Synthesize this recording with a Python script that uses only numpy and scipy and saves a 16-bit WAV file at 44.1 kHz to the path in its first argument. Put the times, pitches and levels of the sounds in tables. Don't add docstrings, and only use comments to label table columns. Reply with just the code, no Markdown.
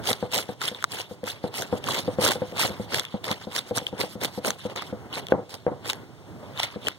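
import sys
import numpy as np
from scipy import signal
from scipy.fft import rfft, irfft, next_fast_len
from scipy.io import wavfile
from scipy.ndimage import uniform_filter1d, map_coordinates

SR = 44100
rng = np.random.default_rng(int(sys.argv[2]) if len(sys.argv) > 2 else 0)


def persist_wave(psi):
    counts = np.round(np.clip(psi, -1, 1) * 32767).astype(np.int16)
    wavfile.write(sys.argv[1], SR, np.atleast_2d(counts).T)


N = 307818

# full bite in seconds, rise in seconds per RAMP_DB, hold in seconds,
# crackle at the end of the hold in dB, swell over the hold in dB, treble in dB before the bite darkens it,
# block share in dB before a common trim.
PULL_ROWS = [(0.066, 0.073, 0.045, -29, 4, 4, -3.5), (0.33, 0.048, 0.048, -28, 5, 6, -2),
             (0.616, 0.037, 0.063, -33.5, 3.5, 3.5, -3), (0.92, 0.07, 0.092, -36.5, 3.5, 5.5, -3.5),
             (1.263, 0.046, 0.048, -36, 0.5, 7, -4), (1.549, 0.053, 0.075, -32.5, 4.5, 6, -2.5),
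             (1.879, 0.09, 0.12, -34, -2.5, 3, -1.5), (2.244, 0.086, 0.071, -28.5, -2.5, 4.5, 0.5),
             (2.59, 0.083, 0.051, -26, 4, 4, -4), (2.652, 0.015, 0.0089, -30, -7, 3, -1.5),
             (2.934, 0.073, 0.065, -32.5, -2.5, 2.5, -3.5), (3.243, 0.022, 0.077, -31.5, 7, 3, -2),
             (3.557, 0.12, 0.027, -36, 0.5, 7.5, -3), (3.774, 0.055, 0.0086, -33.5, -3.5, 7, -1.5),
             (3.995, 0.12, 0.013, -29.5, 8.5, 3, 1), (4.214, 0.024, 0.038, -35, 3, 7.5, -0.5),
             (4.459, 0.052, 0.02, -31.5, 0.5, 7.5, 3.5), (4.758, 0.0061, 0.074, -42.5, -9.5, -3.5, -1),
             (5.136, 0.043, 0.058, -37, -2.5, -1, -1.5), (5.494, 0.014, 0.052, -42, 5.5, 7.5, -3),
             (5.849, 0.044, 0.051, -32, 8, 3, -3.5), (6.585, 0.093, 0.057, -31, 7.5, -2, -10),
             (6.847, 0.12, 0.028, -32.5, 8.5, 1, -5)]
# start of hold in seconds, hold in seconds, crackle in dB,
# treble in dB and block share in dB, as for the pulls.
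SLIDE_ROWS = [(0.203, 0.063, -48.5, 8, -7), (0.488, 0.045, -46.5, 5, -3), (0.739, 0.086, -47, 0, -7.5),
              (0.803, 0.042, -53.5, 19, 12), (1.094, 0.052, -55.5, 17.5, 2), (1.437, 0.043, -47, 5.5, 0),
              (1.724, 0.061, -49, 14, 8.5), (2.051, 0.097, -46.5, 7.5, -1), (2.4, 0.12, -48.5, 5.5, -21),
              (2.767, 0.085, -51.5, 14, -10), (3.044, 0.13, -49.5, 1, -23), (3.411, 0.039, -44.5, 3, -8),
              (3.671, 0.035, -48.5, 11.5, -1), (3.873, 0.023, -44, 6, -10), (4.096, 0.051, -50.5, 16, -19),
              (4.332, 0.057, -48.5, 10.5, -6), (4.591, 0.078, -45.5, 5, -21), (4.697, 0.034, -45, -2, 2),
              (4.82, 0.092, -48, 1, -5), (5.309, 0.011, -42, -4, 1), (6.432, 0.19, -58.5, 8, 14),
              (6.724, 0.031, -47, 1, -24)]
# start in seconds, level in dB and hardness in dB, before common trims.
KNOCK_ROWS = [(0.227, -8, -9.5), (0.491, -14.5, -4.5), (0.715, -24, -20), (1.111, -22.5, -21),
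              (1.233, -19.5, -17), (1.441, -9, -10.5), (1.7271, -6, -11), (2.079, -10, -17),
              (2.186, -7, -14), (2.357, -18.5, 0.5), (2.419, -10.5, -12.5), (2.524, -21, -8),
              (2.702, -21, -26), (2.798, -17, -23.5), (3.142, -13.5, -14), (3.31, -17, -21),
              (3.471, -17.5, -20), (3.71, -11.5, -12), (3.816, -21, -14), (3.928, -18, -17.5),
              (4.037, -18, -1.5), (4.155, -21.5, -23), (4.377, -15, -21), (4.653, -13.5, -16),
              (4.927, -17.5, -21.5), (5.322, -7.5, 6), (5.337, -9, -20.5), (5.383, -16.5, -14),
              (5.666, -8, -6), (5.678, -12.5, -9), (5.716, -16.5, -14), (6.76, -17.5, -11)]
# start in seconds, level in dB before a common trim, nominal pitch in Hz,
# click over twang in dB before a common trim, nominal decay by 60 dB in seconds.
SNAP_ROWS = [(0.073, -8.5, 3140, 13, 0.0052), (0.089, -14.5, 805, 17, 0.022),
             (0.093, -17, 3900, 18, 0.0048), (0.112, -25, 3620, 15, 0.0045),
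             (0.1303, -12, 3700, 19.5, 0.0082), (0.324, -23, 3820, 20, 0.0068),
             (0.344, -17, 3660, 22, 0.0059), (0.386, -18, 3500, 23, 0.0066),
             (0.747, -22.5, 3600, 7, 0.0091), (0.8253, -17.5, 1530, 13, 0.0074),
             (0.8414, -0.5, 1317, 12, 0.0058), (0.8472, -15, 1190, 9, 0.0058),
             (1.24, -31, 3460, 22.5, 0.007), (1.302, -20, 3600, 13, 0.0066),
             (1.541, -21.5, 830, 15.5, 0.0061), (1.841, -16.5, 3200, 12, 0.0048),
             (1.893, -24, 794, 13.5, 0.0054), (1.98, -16, 3300, 12, 0.0052), (1.988, -18, 3600, 8, 0.0046),
             (2.318, -18, 840, 23, 0.0095), (2.945, -14.5, 3540, 26.5, 0.0078),
             (2.996, -13, 3430, 22.5, 0.011), (3.051, -24.5, 3500, 20, 0.011),
             (3.242, -27.5, 3500, 27, 0.0042), (3.314, -16.5, 860, 23, 0.014),
             (3.563, -13, 5800, 20, 0.0054), (3.581, -15.5, 5670, 15, 0.0074),
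             (3.755, -34, 910, 11, 0.0078), (3.782, -11, 6030, 16, 0.009), (3.867, -10.5, 3150, 7, 0.0094),
             (4.214, -22.5, 3600, 17, 0.0075), (4.247, -20, 900, 25, 0.0089),
             (4.448, -13.5, 1490, 14, 0.0075), (4.505, -10, 6300, 17.5, 0.007),
             (4.761, -19.5, 1290, 20.5, 0.01), (4.822, -21, 1220, 18, 0.013), (5.128, -21, 2950, 5, 0.0074),
             (5.155, -18.5, 4100, 11, 0.0062), (5.268, -24, 3440, 18, 0.0084),
             (5.285, -25, 3200, 14.5, 0.0068), (5.542, -29, 3440, 26.5, 0.0094),
             (5.899, -13, 3830, 16, 0.012), (5.932, -24, 826, 25, 0.014), (6.575, -21, 3640, 10, 0.0092),
             (6.596, -15.5, 3470, 14, 0.01), (6.6, -12, 780, 19.5, 0.0096), (6.632, -13, 3500, 22, 0.0075),
             (6.87, -11.5, 3080, 8, 0.015), (6.884, -17.5, 880, 28.5, 0.0043)]
# time in seconds, level in dB.
RUBBING_LEVEL = [(0.0, -32), (0.09, -45), (0.78, -57), (1.34, -50.5), (1.79, -41), (2.41, -39),
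                 (2.82, -41.5), (2.99, -47.5), (3.96, -49.5), (4.29, -41), (4.72, -53.5), (4.86, -44.5),
                 (5.23, -41.5), (5.52, -57), (6.02, -40), (6.18, -45), (6.46, -40), (6.73, -44),
                 (6.98, -58)]
# mean pitch in Hz, level in dB before tilt and scatter, t60 in seconds.
BLOCK_MODES = [(108, -5.5, 0.14), (209.7, 7.5, 0.06), (285.7, 1, 0.059), (363, 1, 0.033), (494.2, 1, 0.17),
               (537, -21, 0.17), (613, -23, 0.12), (748, -12, 0.08)]
EDGE_MODES = [(463, 12.5, 0.0068), (1020, -11.5, 0.015), (1230, -10, 0.0073), (1530, -7, 0.013),
              (2210, -9, 0.0084)]
# frequency in Hz, relative dB per Hz.
CRACKLE_SPECTRUM = [(300, -29), (900, 0), (1600, -2.5), (2500, -3), (3600, 0.5), (5000, -5.5), (6000, -10),
                    (9000, -11), (12500, -13.5), (15000, -21)]
BODY_SPECTRUM = [(50, -70), (100, 8.5), (200, 2), (500, 5), (850, -2.5), (1300, -13.5), (2200, -25.5),
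                 (4000, -107)]
RUBBING_SPECTRUM = [(40, -7), (100, 5.5), (250, 0), (500, -6), (1000, -12.5), (1800, -20), (4000, -40)]
AIR_SPECTRUM = [(30, -22), (100, 15.5), (500, -7), (1500, -16.5), (3500, -14), (7000, -18.5), (15000, -31)]
# frequency in Hz, likeness from 0 to 1.
PORT_LIKENESS = [(60, 0.91), (550, 0.95), (1000, 0.5), (1700, 0.59), (2300, 0.31), (2700, 0.36),
                 (3800, 0.42), (4800, 0.35), (5400, 1), (6500, 0.083), (15000, 0.08)]
# frequency in Hz, left minus right in dB.
PORT_TILT = [(60, -4), (500, -2.5), (1050, -4.5), (1500, 7), (2250, -5), (2600, 9), (3800, -5), (6000, -5),
             (15000, -2.5)]
# frequency in Hz, lead of the left in radians.
PORT_LEAD = [(500, 0.32), (700, 0.61), (1400, 1.57), (2070, 4.9), (2600, 7.6), (3450, 4.77), (3800, 3.46),
             (4450, 1.97)]
# frequency in Hz, share of the other side taken away.
CROSS_SHARE = [(100, 0.47), (1200, 0.39), (2540, 0.9), (3700, 0.82), (5000, 0.31), (6200, 0.23),
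               (7500, 0.28), (15000, 0.52)]

CROSS_DELAY_S, CROSS_LEAD_CYCLES, TOP_HZ = 17.9 / 44100, .03, 15850
RAMP_DB = 30
PULL_RELEASE_S, SLIDE_RISE_S, SLIDE_RELEASE_S, SLIDE_SWELL_DB = 0.15, 0.043, 0.042, -1.5
LET_GO_DB, LET_GO_S = 4.5, 0.0067
RESTING_DB, RESTING_BLOCK_DB = -63, 4
TILT_PER_HARD_DB, USUAL_HARD_DB = 0.42, -20
SNAP_SAG = 0.14
SNAP_LEFT_DB, SNAP_LAG_S = -1, 0.000207


def scraping():
    crackle_db, treble_db, block_db = stroke()
    bite = np.clip((crackle_db + 58.0) / 22, .15, 1)
    unsteady = amp(2 * wobble(60) + 2 * wobble(30))
    tearing = unit(grains(2400, spread_db=3.5, life_s=.0007) * unsteady) ** bite
    jerks = grains(600, spread_db=4.0, life_s=0.0058)
    crackle = patchy(coloured(tearing, CRACKLE_SPECTRUM), depth_db=3)
    flicks = ticks(count=4000, centre_hz=3500, octaves=.9, cycles=2.5, spread_db=4.5)
    crackle = unit(crackle + .85 * bite * flicks)
    fizz = filtered(crackle, lambda hz: 1 / (1 + (4600 / (hz + 1)) ** 6))
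    fizz_gain = amp(treble_db - 13.8 * (1 - bite) + 2.04 * wobble(32))
    crackle = amp(crackle_db) * (crackle + (fizz_gain - 1) * fizz)
    block = amp(crackle_db + block_db + 2.0) * coloured(jerks, BODY_SPECTRUM)
    return crackle + block


def stroke():
    rows = [(s, rise, hold, PULL_RELEASE_S, *rest) for s, rise, hold, *rest in PULL_ROWS]
    rows += [(s, SLIDE_RISE_S, hold, SLIDE_RELEASE_S, db, SLIDE_SWELL_DB, *rest)
             for s, hold, db, *rest in SLIDE_ROWS]
    t = np.arange(0, N, 32) / SR
    s, rise, hold, release, db, swell_db, treble_db, block_db = np.transpose(rows)[:, :, None]
    hold = np.maximum(hold, .002)
    ramps = np.maximum(np.maximum((s - t) / rise, (t - s - hold) / release), 0)
    swell = swell_db * (np.clip((t - s) / hold, 0, 1) - 1.0)
    let_go = LET_GO_DB * np.clip((t - s - hold) / LET_GO_S - 1, 0, 1)
    power = amp(db + swell - RAMP_DB * ramps - let_go) ** 2
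    rest = amp(RESTING_DB) ** 2
    total = power.sum(0) + rest
    treble = (power * treble_db).sum(0) / total
    block = ((power * block_db).sum(0) + rest * RESTING_BLOCK_DB) / total
    return curves(np.transpose([t, 10 * np.log10(total), treble, block]))


def ticks(count, centre_hz, octaves, cycles, spread_db):
    where, size, left, right = rng.random((count, 4)).T[:, :, None]
    hz = np.clip(centre_hz * 2 ** (octaves * rng.standard_normal((count, 1))), 600, 14000)
    k = np.arange(200)
    shape = amp(spread_db * -np.log(size + .05)) * np.exp(-k * hz / SR / cycles)
    index = ((where * N).astype(int) + k).ravel()
    pair = []
    for turn in (left, right):
        waves = shape * np.sin(2 * np.pi * (k * hz / SR + turn))
        side = np.bincount(index, waves.ravel())[:N]
        pair.append(np.pad(side, (0, N - len(side))))
    return unit(filtered(np.array(pair), lambda f: amp(along(CRACKLE_SPECTRUM, f) / 2)))


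def knocks():
    out, t = np.zeros((2, N + SR)), np.arange(SR // 4) / SR
    upper_drop = amp(-9 * np.clip((t - .011) / 0.011, 0, 1))
    rise = 1 - np.exp(-t / .001)
    rumble = np.zeros(N + SR)
    for s, db, hard_db in KNOCK_ROWS:
        start = round(s * SR)
        tilt_db = TILT_PER_HARD_DB * (hard_db - USUAL_HARD_DB)
        deep = ring(BLOCK_MODES[:3], t, scatter_db=2, tilt_db=tilt_db)
        upper = ring(BLOCK_MODES[3:], t, scatter_db=2, tilt_db=tilt_db)
        edge = amp(hard_db + 6.0) * ring(EDGE_MODES, t, scatter_db=2.5)
        out[:, start:][:, :len(t)] -= amp(db - 9.0) * rise * (deep + upper * upper_drop + edge)
        rumble[start:][:len(t)] += amp(db - 19.5 - 60 * t / 0.22) * rise
    return out[:, :N] + rumble[:N] * coloured(amp(0.77 * wobble(65)), BODY_SPECTRUM)


def ring(modes, t, scatter_db, tilt_db=0):
    hz, db, t60 = np.transpose(modes)[:, :, None]
    level = db + tilt_db * np.log2(hz / 500) + scatter_db * rng.standard_normal((2, len(modes), 1))
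    hz = hz * (1 + .015 * rng.standard_normal(hz.shape))
    return np.sum(amp(level - 60 * t / t60) * np.sin(2 * np.pi * hz * t), axis=1)


def snaps():
    click, twang = np.zeros((2, N + SR)), np.zeros((2, N + SR))
    t = np.arange(SR // 25) / SR
    for s, db, hz, click_db, t60 in SNAP_ROWS:
        start = round(s * SR)
        dying = amp(-60 * (t / t60) ** 1.4) * (1 - np.exp(-t / .00015))
        cycles = hz * (t + SNAP_SAG * (t60 / 4 * t - t ** 2) / t60)
        twang[:, start:][:, :len(t)] += amp(db - 4.5) * dying * np.sin(2 * np.pi * cycles)
        fading = amp(-60 * t / min(t60, .005)) * (1 - np.exp(-t / .0001))
        burst = fading * rng.standard_normal((2, len(t)))
        burst /= np.linalg.norm(burst, axis=1)[:, None]
        click[:, start:][:, :len(t)] += amp(db + click_db - 1.5) * burst

    def crisp(hz):
        return 1j * hz / 700 / (1 + 1j * hz / 700) / (1 + 1j * hz / 6000) ** 2

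    def left_later(hz):
        return np.array([amp(SNAP_LEFT_DB) * np.exp(-2j * np.pi * hz * SNAP_LAG_S), hz ** 0])

    return filtered(twang[:, :N] + filtered(click[:, :N], crisp), left_later)


def rubbing():
    (rub_db,) = curves(RUBBING_LEVEL)
    uneven = amp(1.3 * wobble(12) + 1.5 * wobble(50))
    return amp(rub_db) * patchy(coloured(uneven, RUBBING_SPECTRUM), depth_db=1.4, size=1024)


def outdoor_air():
    return amp(-51.5) * coloured(amp(0.56 * wobble(2.53)), AIR_SPECTRUM)


def ports(pair):
    sign = np.array([[1], [-1]])

    def mix(hz):
        turn = np.arccos(np.clip(along(PORT_LIKENESS, hz), -1, 1)) / 2
        return np.array([np.cos(turn), np.sin(turn)])

    def place(hz):
        return amp(sign * along(PORT_TILT, hz) / 2) * np.exp(.5j * sign * along(PORT_LEAD, hz))

    common, apart = filtered(pair, mix)
    return filtered(np.array([common + apart, common - apart]), place)


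def amp(db):
    return 10 ** (np.asarray(db) / 20)


def unit(x):
    return x / np.sqrt(np.mean(x ** 2) + 1e-20)


def along(points, hz):
    f, v = np.transpose(points)
    return np.interp(np.log(hz + 1), np.log(f + 1), v)


def curves(rows):
    s, *cols = np.transpose(rows)
    return [np.interp(np.arange(N) / SR, s, c) for c in cols]


def wobble(rate_hz):
    knots = rng.standard_normal(int(N * rate_hz / SR) + 4)
    return map_coordinates(knots, [np.arange(N) * rate_hz / SR])


def filtered(x, response):
    m = next_fast_len(N + SR // 2)
    return irfft(rfft(x, m) * response(np.fft.rfftfreq(m, 1 / SR)), m)[..., :N]


def coloured(envelope, spectrum):
    return unit(filtered(envelope * rng.standard_normal((2, N)), lambda hz: amp(along(spectrum, hz))))


def grains(per_s, spread_db, life_s):
    sizes = amp(spread_db * np.minimum(rng.exponential(size=N), 4))
    starts = (rng.random(N) < per_s / SR) * sizes
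    return signal.lfilter([1], [1, -np.exp(-1 / (life_s * SR))], starts)


def patchy(x, depth_db, size=256):
    z = signal.stft(x, nperseg=size)[2]
    field = uniform_filter1d(rng.standard_normal(z.shape[1:]), size=5, axis=0)
    field = uniform_filter1d(field, size=7, axis=1)
    return unit(signal.istft(z * amp(depth_db * unit(field)), nperseg=size)[1][:, :N])


def scene():
    return ports(scraping() + knocks() + rubbing() + outdoor_air()) + snaps()


def record(dry):
    def cross(hz):
        return along(CROSS_SHARE, hz) * np.exp(-2j * np.pi * (hz * CROSS_DELAY_S - CROSS_LEAD_CYCLES))

    wide = dry - filtered(dry[::-1], cross)
    lean = signal.sosfilt(signal.butter(3, 75, "high", fs=SR, output="sos"), wide)
    return filtered(lean, lambda hz: hz < TOP_HZ)


dry = scene()
out = record(dry)
persist_wave(out)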